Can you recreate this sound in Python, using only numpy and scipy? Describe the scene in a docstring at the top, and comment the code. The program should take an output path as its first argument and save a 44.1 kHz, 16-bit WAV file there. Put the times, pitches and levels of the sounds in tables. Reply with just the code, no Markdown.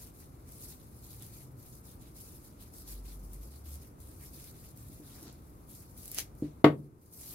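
"""A quiet room, traffic rumbling outside. Hands tie a small bow in dry raffia: fibres crinkle, rub, snap.
A far engine swells at 1.3 s and 4.85 s, a low street drone in between. Near 5 s: soft knocks on the
table, and the bundle scrapes across a box. At 6.2 s scissors crush through it and click shut.
At 6.6 s they are put down hard and the table top rings; the gain control ducks, then recovers."""
import sys
import numpy as np
from scipy import signal
from scipy.fft import rfft, irfft, next_fast_len
from scipy.io import wavfile
from scipy.ndimage import uniform_filter1d, minimum_filter1d, map_coordinates

SR = 44100
rng = np.random.default_rng(int(sys.argv[2]) if len(sys.argv) > 2 else 0)


def waveform_to_disk(signal):
    """Save audio, clipped to [-1, 1], as 16-bit WAV at the path in sys.argv[1]."""
    frames = np.transpose(np.atleast_2d(signal))
    scaled = np.clip(frames, -1, 1) * 32767
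    samples = np.round(scaled).astype(np.int16)
    wavfile.write(sys.argv[1], SR, samples)


N = 323694

# noise spectra: f/Hz, relative density/dB
RUMBLE_SPECTRUM = [(20, -19), (35, -11.5), (50, 0.5), (75, 0.5), (130, -3), (200, -8), (300, -8.5),
                   (450, -16), (700, -22.5), (1250, -25), (1800, -38.5), (3200, -47.5), (8000, -52.5)]
HISS_SPECTRUM = [(300, 7.5), (700, 11.5), (1200, 9), (1700, -1), (2300, -0.5), (3200, -11), (5000, -9.5),
                 (8000, -5), (11000, 0), (16000, -4.5)]
CRINKLE_SPECTRUM = [(1000, -32.5), (3000, -30), (4500, -8.5), (8000, -5), (9300, -1), (11500, 1),
                    (14000, -1), (16000, -7)]
RUB_SPECTRUM = [(300, -10.5), (700, -2.5), (1500, -3.5), (2300, 0), (3100, -2), (4000, 4), (6500, -1),
                (9000, -6), (15000, -21.5)]
BOARD_SPECTRUM = [(100, -28), (250, -3), (500, 1), (800, -4), (1150, -4.5), (1500, -9.5), (2100, -10),
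                  (3600, -13), (5000, -19.5), (7000, -31.5), (15000, -26.5)]  # dense, fast-dying table modes
SLIDE_SPECTRUM = [(80, -11), (250, 5), (500, -7.5), (900, -12.5), (1400, -12), (2200, -26), (4000, -17),
                  (5800, -14.5), (7500, -24), (11000, -31)]
CRUNCH_SPECTRUM = [(250, -13.5), (600, -4), (1100, -13.5), (1600, -6), (2200, 0.5), (3200, -1.5), (4800, 0),
                   (6500, 3), (7600, -3), (12000, 2), (16000, -6.5)]
# left-right likeness: f/Hz, correlation
STREET_CORR = [(60, 0.95), (220, 0.89), (430, 0.68), (700, -0.19), (1100, -0.57), (2200, 0.41), (4000, 0)]
NEAR_CORR = [(250, 1), (800, 0.36), (2000, 0.24), (6000, -0.2), (15000, 0.025)]
TABLE_CORR = [(130, 0.93), (300, 0.92), (640, 0.25), (1400, 0.011), (7000, 0)]
# finger strokes: start/s, hold/s, crinkle level/dB, rub re crinkle/dB
STROKES = [ (0.0, 0.037, -51.5, -10), (.15, .05, -59.5, -12), (0.204, 0.008, -54, -9),
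           (.32, 0.13, -69, -7.5), (.485, 0.085, -55, -12), (.61, .11, -51, -12), (.80, .15, -63.5, -10),
           (.97, .05, -58, -13), (1.04, 0.19, -55.5, -9.5), (1.214, 0.068, -56, -6),
           (1.335, 0.085, -54.5, -10.5), (1.60, .17, -56, -15.5), (1.855, 0.062, -56.5, -11),
           (2.015, .075, -61, -7.5), (2.16, 0.21, -56, -12), (2.435, .035, -57.5, -9),
           (2.5, .08, -68.5, -2), (2.611, 0.021, -54, -7), (2.745, 0.06, -53, -13), (2.889, 0.038, -49, -7),
           (3.06, 0.076, -55, -9), (3.17, 0.19, -62, -15.5), (3.338, .015, -56.5, -9.5),
           (3.425, 0.028, -55, -12.5), (3.52, .055, -57.5, -9.5), (3.679, 0.056, -51.5, -10),
           (3.815, .022, -57, -10.5), (4.015, .185, -58.3, -13.5), (4.22, 0.048, -52.5, -10.5),
           (4.345, 0.14, -52.5, -9.5), (4.55, 0.15, -58.5, -8), (4.77, 0.21, -58, -11.5),
           (5.05, .18, -56.5, -6), (5.27, .02, -65, 4.5), (5.33, .32, -68, -12), (5.70, 0.13, -55.5, -13),
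           (5.89, 0.079, -62, -15), (5.985, .13, -53.5, -11.5), (6.385, .025, -63.5, -21),
           (6.435, 0.028, -69.5, 6), (6.72, 0.13, -66, -13), (7.02, .1, -60, -19), (7.135, .05, -50, -17),
           (7.2, 0.15, -46.5, -11), ]
# loudest fibre snaps, in the fingers, then the blades: t/s, level/dB, f/Hz
SNAPS = [(.521, -44, 12300), (.607, -48, 10200), (1.146, -46, 11200), (1.223, -38, 11700),
         (1.265, -42.5, 11000), (1.752, -46.5, 11900), (2.738, -48, 10000), (3.333, -41.5, 12800),
         (4.003, -46.5, 11690), (4.774, -44, 12930), (5.229, -41.5, 11780), (5.327, -49, 11000),
         (5.977, -43, 12000), (6.057, -39, 9500), (6.079, -35, 11540), (6.116, -30.5, 11800),
         (6.146, -30.5, 10900), (6.18, -31, 9000), (6.351, -55, 10800)]
# engine swells: peak t/s, 10 dB fade either side/s, level/dB
ENGINE_SWELLS = [(1.3, 0.84, -56), (4.85, 0.57, -57)]
# street drone: t/s, f/Hz, level/dB
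DRONE_TRACK = [(2.6, 50.4, -76), (2.95, 48.86, -47), (3.2, 47, -45.5), (3.42, 47.6, -48.5),
               (3.52, 69.9, -53.5), (3.75, 72.9, -47.5), (3.92, 69.1, -61.5), (4.4, 69, -70)]
# knocks on the table: t/s, level/dB, contact cutoff/Hz
KNOCKS = [(4.897, -39.5, 200), (4.997, -42.5, 310), (5.225, -47, 350), (6.4222, -23.5, 305),
          (6.643, -3, 3670), (6.65, -16, 2500)]
# table top modes: f/Hz, level/dB, t60/s
TABLE_MODES = [(97, -34, .6), (149.3, -13, 0.24), (241.6, -12, .09), (307, -1.5, 0.08), (342.6, 3.5, 0.029),
               (428.6, -9, .09), (479.4, -6, .1), (604, -17, 0.14), (633, -10.5, .1), (775, -14, .07),
               (830, -17, .07), (944, -16.5, .06), (1120, -14.5, 0.042), (1240, -15.5, 0.044),
               (1604, -24.5, .1), (1845, -23, .07), (2040, -18, .07), (2140, -20, 0.076),
               (2750, -30.5, 0.065), (3240, -31, 0.069), (3620, -27.5, .06)]
# room decay: f/Hz, t60/s
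ROOM_T60 = [(90, 1), (170, .47), (300, 0.3), (700, 0.21), (2000, 0.15), (6000, .15), (14000, 0.21)]
# bundle sliding on the box: t/s, level/dB
DRAG_ENVELOPE = [(4.98, -81.5), (5.09, -65.5), (5.2, -57), (5.29, -54), (5.35, -70), (5.45, -91)]
# blades crushing the bundle: t/s, level/dB
CUT_ENVELOPE = [(6.02, -79.5), (6.11, -61), (6.165, -46.5), (6.192, -35), (6.212, -42.5), (6.25, -65),
                (6.3, -81)]
# blades meeting: t/s, level/dB
BLADE_CLICK = (6.1857, -18.5)
# microphone port colour: f/Hz, left minus right/dB
PORT_BALANCE = [(400, 0.3), (750, 3.5), (2400, 2.5), (4000, 1), (6400, -2.5), (8100, -4.5), (9200, 5.5),
                (11500, 4), (15000, -1)]


def amp(db):
    """dB to gain."""
    return 10 ** (np.asarray(db) / 20)


def unit(x):
    """Scale to rms 1."""
    return x / np.sqrt(np.mean(x ** 2) + 1e-20)


def along(points, hz):
    """Interpolate (f/Hz, value) points on a log axis."""
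    knots_hz, values = np.transpose(points)
    return np.interp(np.log(hz + 1), np.log(knots_hz + 1), values)


def curves(rows):
    """Per-sample curve for each column after t/s."""
    knots_s, *columns = np.transpose(rows)
    return [np.interp(np.arange(N) / SR, knots_s, column) for column in columns]


def wobble(knots_per_s):
    """Smooth random curve."""
    knots = rng.standard_normal(int(N * knots_per_s / SR) + 4)
    spline = map_coordinates(knots, [np.arange(0, N + 16, 16) * knots_per_s / SR])
    return np.interp(np.arange(N), np.linspace(0, N, len(spline)), spline)


def filtered(x, response):
    """Apply the gain response(f/Hz)."""
    n = x.shape[-1]
    padded = next_fast_len(n + 8192)
    return irfft(rfft(x, padded) * response(np.fft.rfftfreq(padded, 1 / SR)), padded)[..., :n]


def add(track, start_s, sound):
    """Mix sound into track in place."""
    part = track[..., round(start_s * SR):][..., :sound.shape[-1]]
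    part += sound[..., :part.shape[-1]]


def stereo(pair, spectrum, corr):
    """Two independent signals to coloured left and right, rms 1."""
    def mid_side_gains(hz):
        angle = np.arccos(np.clip(along(corr, hz), -1, 1)) / 2
        return amp(along(spectrum, hz)) * [np.cos(angle), np.sin(angle)]
    mid, side = filtered(pair, mid_side_gains)
    return unit(np.array([mid + side, mid - side]))


def noise(spectrum, corr, size=N):
    """Coloured stereo noise, rms 1."""
    return stereo(rng.standard_normal((2, size)), spectrum, corr)


def grains(spectrum, per_s, scatter_db):
    """Tiny fibre slips, random in time and size."""
    hits = rng.random(N) < per_s / SR
    sizes = amp(scatter_db * np.clip(rng.standard_normal(N), -2, 2))
    return stereo(hits * sizes * rng.standard_normal((2, N)), spectrum, NEAR_CORR)


def haze(x, spectrum, wet_db, t60_s):
    """Add the room's diffuse wash, following the power of x."""
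    pole = amp(-60 / (t60_s * SR)) ** 2
    power = signal.lfilter([1 - pole], [1, -pole], np.mean(x ** 2, axis=0))
    return x + amp(wet_db) * np.sqrt(np.abs(power)) * noise(spectrum, NEAR_CORR)


def shifting(x, depth_db):
    """Colour shifts as different fibres take over."""
    bins = signal.stft(x, nperseg=256)[2]
    patches = uniform_filter1d(rng.standard_normal(bins.shape[1:]), size=8, axis=0)
    patches = uniform_filter1d(patches, size=12, axis=1)
    return signal.istft(bins * amp(depth_db * unit(patches)), nperseg=256)[1][:, :N]


def traffic(level_db=-53, sway_db=0.54):
    """Street rumble through the walls, swaying slightly."""
    return amp(level_db + sway_db * wobble(6)) * noise(RUMBLE_SPECTRUM, STREET_CORR)


def hush(level_db=-67.5):
    """Steady room hiss."""
    return amp(level_db) * noise(HISS_SPECTRUM, STREET_CORR)


def raffia(grip_db=-80, attack_s=0.055, release_s=0.11):
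    """Bending fibres crinkle in clumps; sliding strands rub more dully."""
    t = np.arange(N) / SR
    crinkle_db = rub_db = np.full(N, grip_db)  # held fibres never lie quite still
    for start_s, hold_s, db, rub_offset_db in STROKES:
        before_s, after_s = np.maximum(start_s - t, 0), np.maximum(t - start_s - hold_s, 0)
        stroke_db = db - 20 * (before_s / attack_s + after_s / release_s)
        crinkle_db = np.maximum(crinkle_db, stroke_db)
        rub_db = np.maximum(rub_db, stroke_db + rub_offset_db)
    clumps = amp(0.95 * wobble(60) + 1.6 * wobble(300))
    dense = grains(CRINKLE_SPECTRUM, per_s=3500, scatter_db=2.0)
    sparse = amp(-6) * grains(CRINKLE_SPECTRUM, per_s=150, scatter_db=3.5)
    crinkle = haze(clumps * (dense + sparse), CRINKLE_SPECTRUM, wet_db=2.5, t60_s=0.1)
    crinkle = unit(shifting(crinkle, depth_db=1.5))
    friction = grains(RUB_SPECTRUM, per_s=3500, scatter_db=1.0)
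    rub = haze(clumps * friction, RUB_SPECTRUM, wet_db=0.5, t60_s=0.13)
    rub = unit(shifting(rub, depth_db=3.0))
    return amp(crinkle_db) * crinkle + amp(rub_db) * rub


def snaps(ticks_per_s=4, tick_over_stroke_db=2, tick_hz=11500, t60_s=0.012):
    """Fibres splinter, each around its own pitch; longer strokes more often add a random tick."""
    out, t = np.zeros((2, N)), np.arange(1024) / SR
    ticks = []
    for start_s, hold_s, db, _ in STROKES:
        chance, when, pitch = rng.random(3)
        if chance < ticks_per_s * hold_s:
            hz = tick_hz * 2 ** ((pitch - 0.5) / 2)
            ticks.append((start_s + when * hold_s, db + tick_over_stroke_db, hz))
    for start_s, db, hz in SNAPS + ticks:
        spectrum = [(hz / 8, -28), (hz / 2, -12), (hz, 0), (2 * hz, -11)]
        add(out, start_s, amp(db - 60 * t / t60_s) * noise(spectrum, NEAR_CORR, len(t)))
    return haze(out, CRINKLE_SPECTRUM, wet_db=-2.5, t60_s=0.17)


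def engine():
    """Far engine: a narrow band of low noise, swelling twice."""
    t = np.arange(N) / SR
    swells = sum(amp(db - 10 * ((t - peak_s) / fade_s) ** 2) for peak_s, fade_s, db in ENGINE_SWELLS)
    hum_spectrum = [(80, -37), (110, -1.0), (135, -2.5), (180, -38), (500, -92.5)]
    return swells * noise(hum_spectrum, STREET_CORR)


def drone(sway_db=1.5):
    """Low gliding tone from the street."""
    hz, db = curves(DRONE_TRACK)
    tone = np.sqrt(2) * np.sin(2 * np.pi * np.cumsum(hz) / SR)
    return amp(db + sway_db * wobble(10)) * tone


def table_knocks(board_t60_s=0.063, crack_t60_s=0.088, radiation_hz=122):
    """Each knock rings the top; soft contact leaves out the high modes."""
    out, t = np.zeros((2, N)), np.arange(SR // 2) / SR
    ring = np.zeros(len(t))
    for k, (hz, db, t60_s) in enumerate(TABLE_MODES):
        sign = 1 if k < 5 else (-1) ** k
        ring += sign * amp(db - 60 * t / t60_s) * np.sin(2 * np.pi * hz * t)
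    for start_s, db, contact_hz in KNOCKS:
        board = amp(-3.5 - 60 * t / board_t60_s) * noise(BOARD_SPECTRUM, TABLE_CORR, len(t))
        contact = signal.butter(3, contact_hz, fs=SR)
        thud = signal.lfilter(*contact, board - ring)
        # hard steel on wood adds a thin crack
        crack = amp(-28 - 60 * t / crack_t60_s) * noise(CRUNCH_SPECTRUM, NEAR_CORR, len(t))
        add(out, start_s, amp(db) * (thud + (contact_hz / 4000) ** 2 * crack))
    # air slips round the top: deep bass is not radiated
    return signal.lfilter(*signal.butter(3, radiation_hz, "high", fs=SR), out)


def room(x, tail_db=-12.5, wall_db=-4.5, wall_delay_s=0.0195, wall_cutoff_hz=795):
    """Add a dull echo off the facing wall and a tail, longest in the bass."""
    white = noise([(20, 0), (20000, 0)], TABLE_CORR, size=SR)
    hz, t, bins = signal.stft(white, SR, nperseg=256)
    decay = amp(-60 * t / along(ROOM_T60, hz)[:, None])
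    impulse = signal.istft(bins * decay, SR, nperseg=256)[1]
    tail = signal.fftconvolve(x, impulse / np.linalg.norm(impulse[0]), axes=1)[:, :N]
    echo = signal.lfilter(*signal.butter(1, wall_cutoff_hz, fs=SR), x)
    out = x.copy()
    add(out, wall_delay_s, amp(wall_db) * echo + amp(tail_db) * tail)
    return out


def drag():
    """The bundle scrapes across the box lid."""
    return amp(curves(DRAG_ENVELOPE)[0]) * grains(SLIDE_SPECTRUM, per_s=3800, scatter_db=1.5)


def scissors(click_t60_s=0.0057):
    """Blades crush many fibres, then click shut."""
    out = amp(curves(CUT_ENVELOPE)[0]) * grains(CRUNCH_SPECTRUM, per_s=12000, scatter_db=2.0)
    click_s, click_db = BLADE_CLICK
    t = np.arange(1024) / SR
    click = amp(click_db - 60 * t / click_t60_s) * noise(CRUNCH_SPECTRUM, NEAR_CORR, len(t))
    add(out, click_s, click)
    return haze(out, CRUNCH_SPECTRUM, wet_db=-10, t60_s=0.18)


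def gain_control(x, ceiling_db, hold_s, release_db_per_s):
    """Level over the ceiling cuts the gain at once; it holds, then creeps back."""
    power = np.abs(uniform_filter1d(np.mean(x ** 2, axis=0), size=1024))
    need_db = np.minimum(0, ceiling_db - 10 * np.log10(power + 1e-18))
    need_db = minimum_filter1d(need_db, size=1024)
    window = int(hold_s * SR) + 1
    held_db = minimum_filter1d(need_db, window, origin=(window - 1) // 2, mode="nearest")
    climb_db = release_db_per_s * np.arange(N) / SR
    gain_db = np.minimum.accumulate(held_db - climb_db) + climb_db
    return x * amp(uniform_filter1d(gain_db, size=64))


def scene():
    """Handwork at the table over street and room noise."""
    handwork = raffia() + snaps() + scissors() + drag() + room(table_knocks())
    return handwork + traffic() + drone() + engine() + hush()


def record(dry):
    """Two microphone ports, gain control, band limit."""
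    heard = filtered(dry, lambda hz: amp(along(PORT_BALANCE, hz) * [[0.5], [-0.5]]))
    ducked = gain_control(heard, ceiling_db=-12.0, hold_s=0.36, release_db_per_s=21.6)
    top_hz, edge_hz = 15850, 200
    return filtered(ducked, lambda hz: np.clip((top_hz - hz) / edge_hz + 0.5, 0, 1))


dry = scene()
out = record(dry)
waveform_to_disk(out)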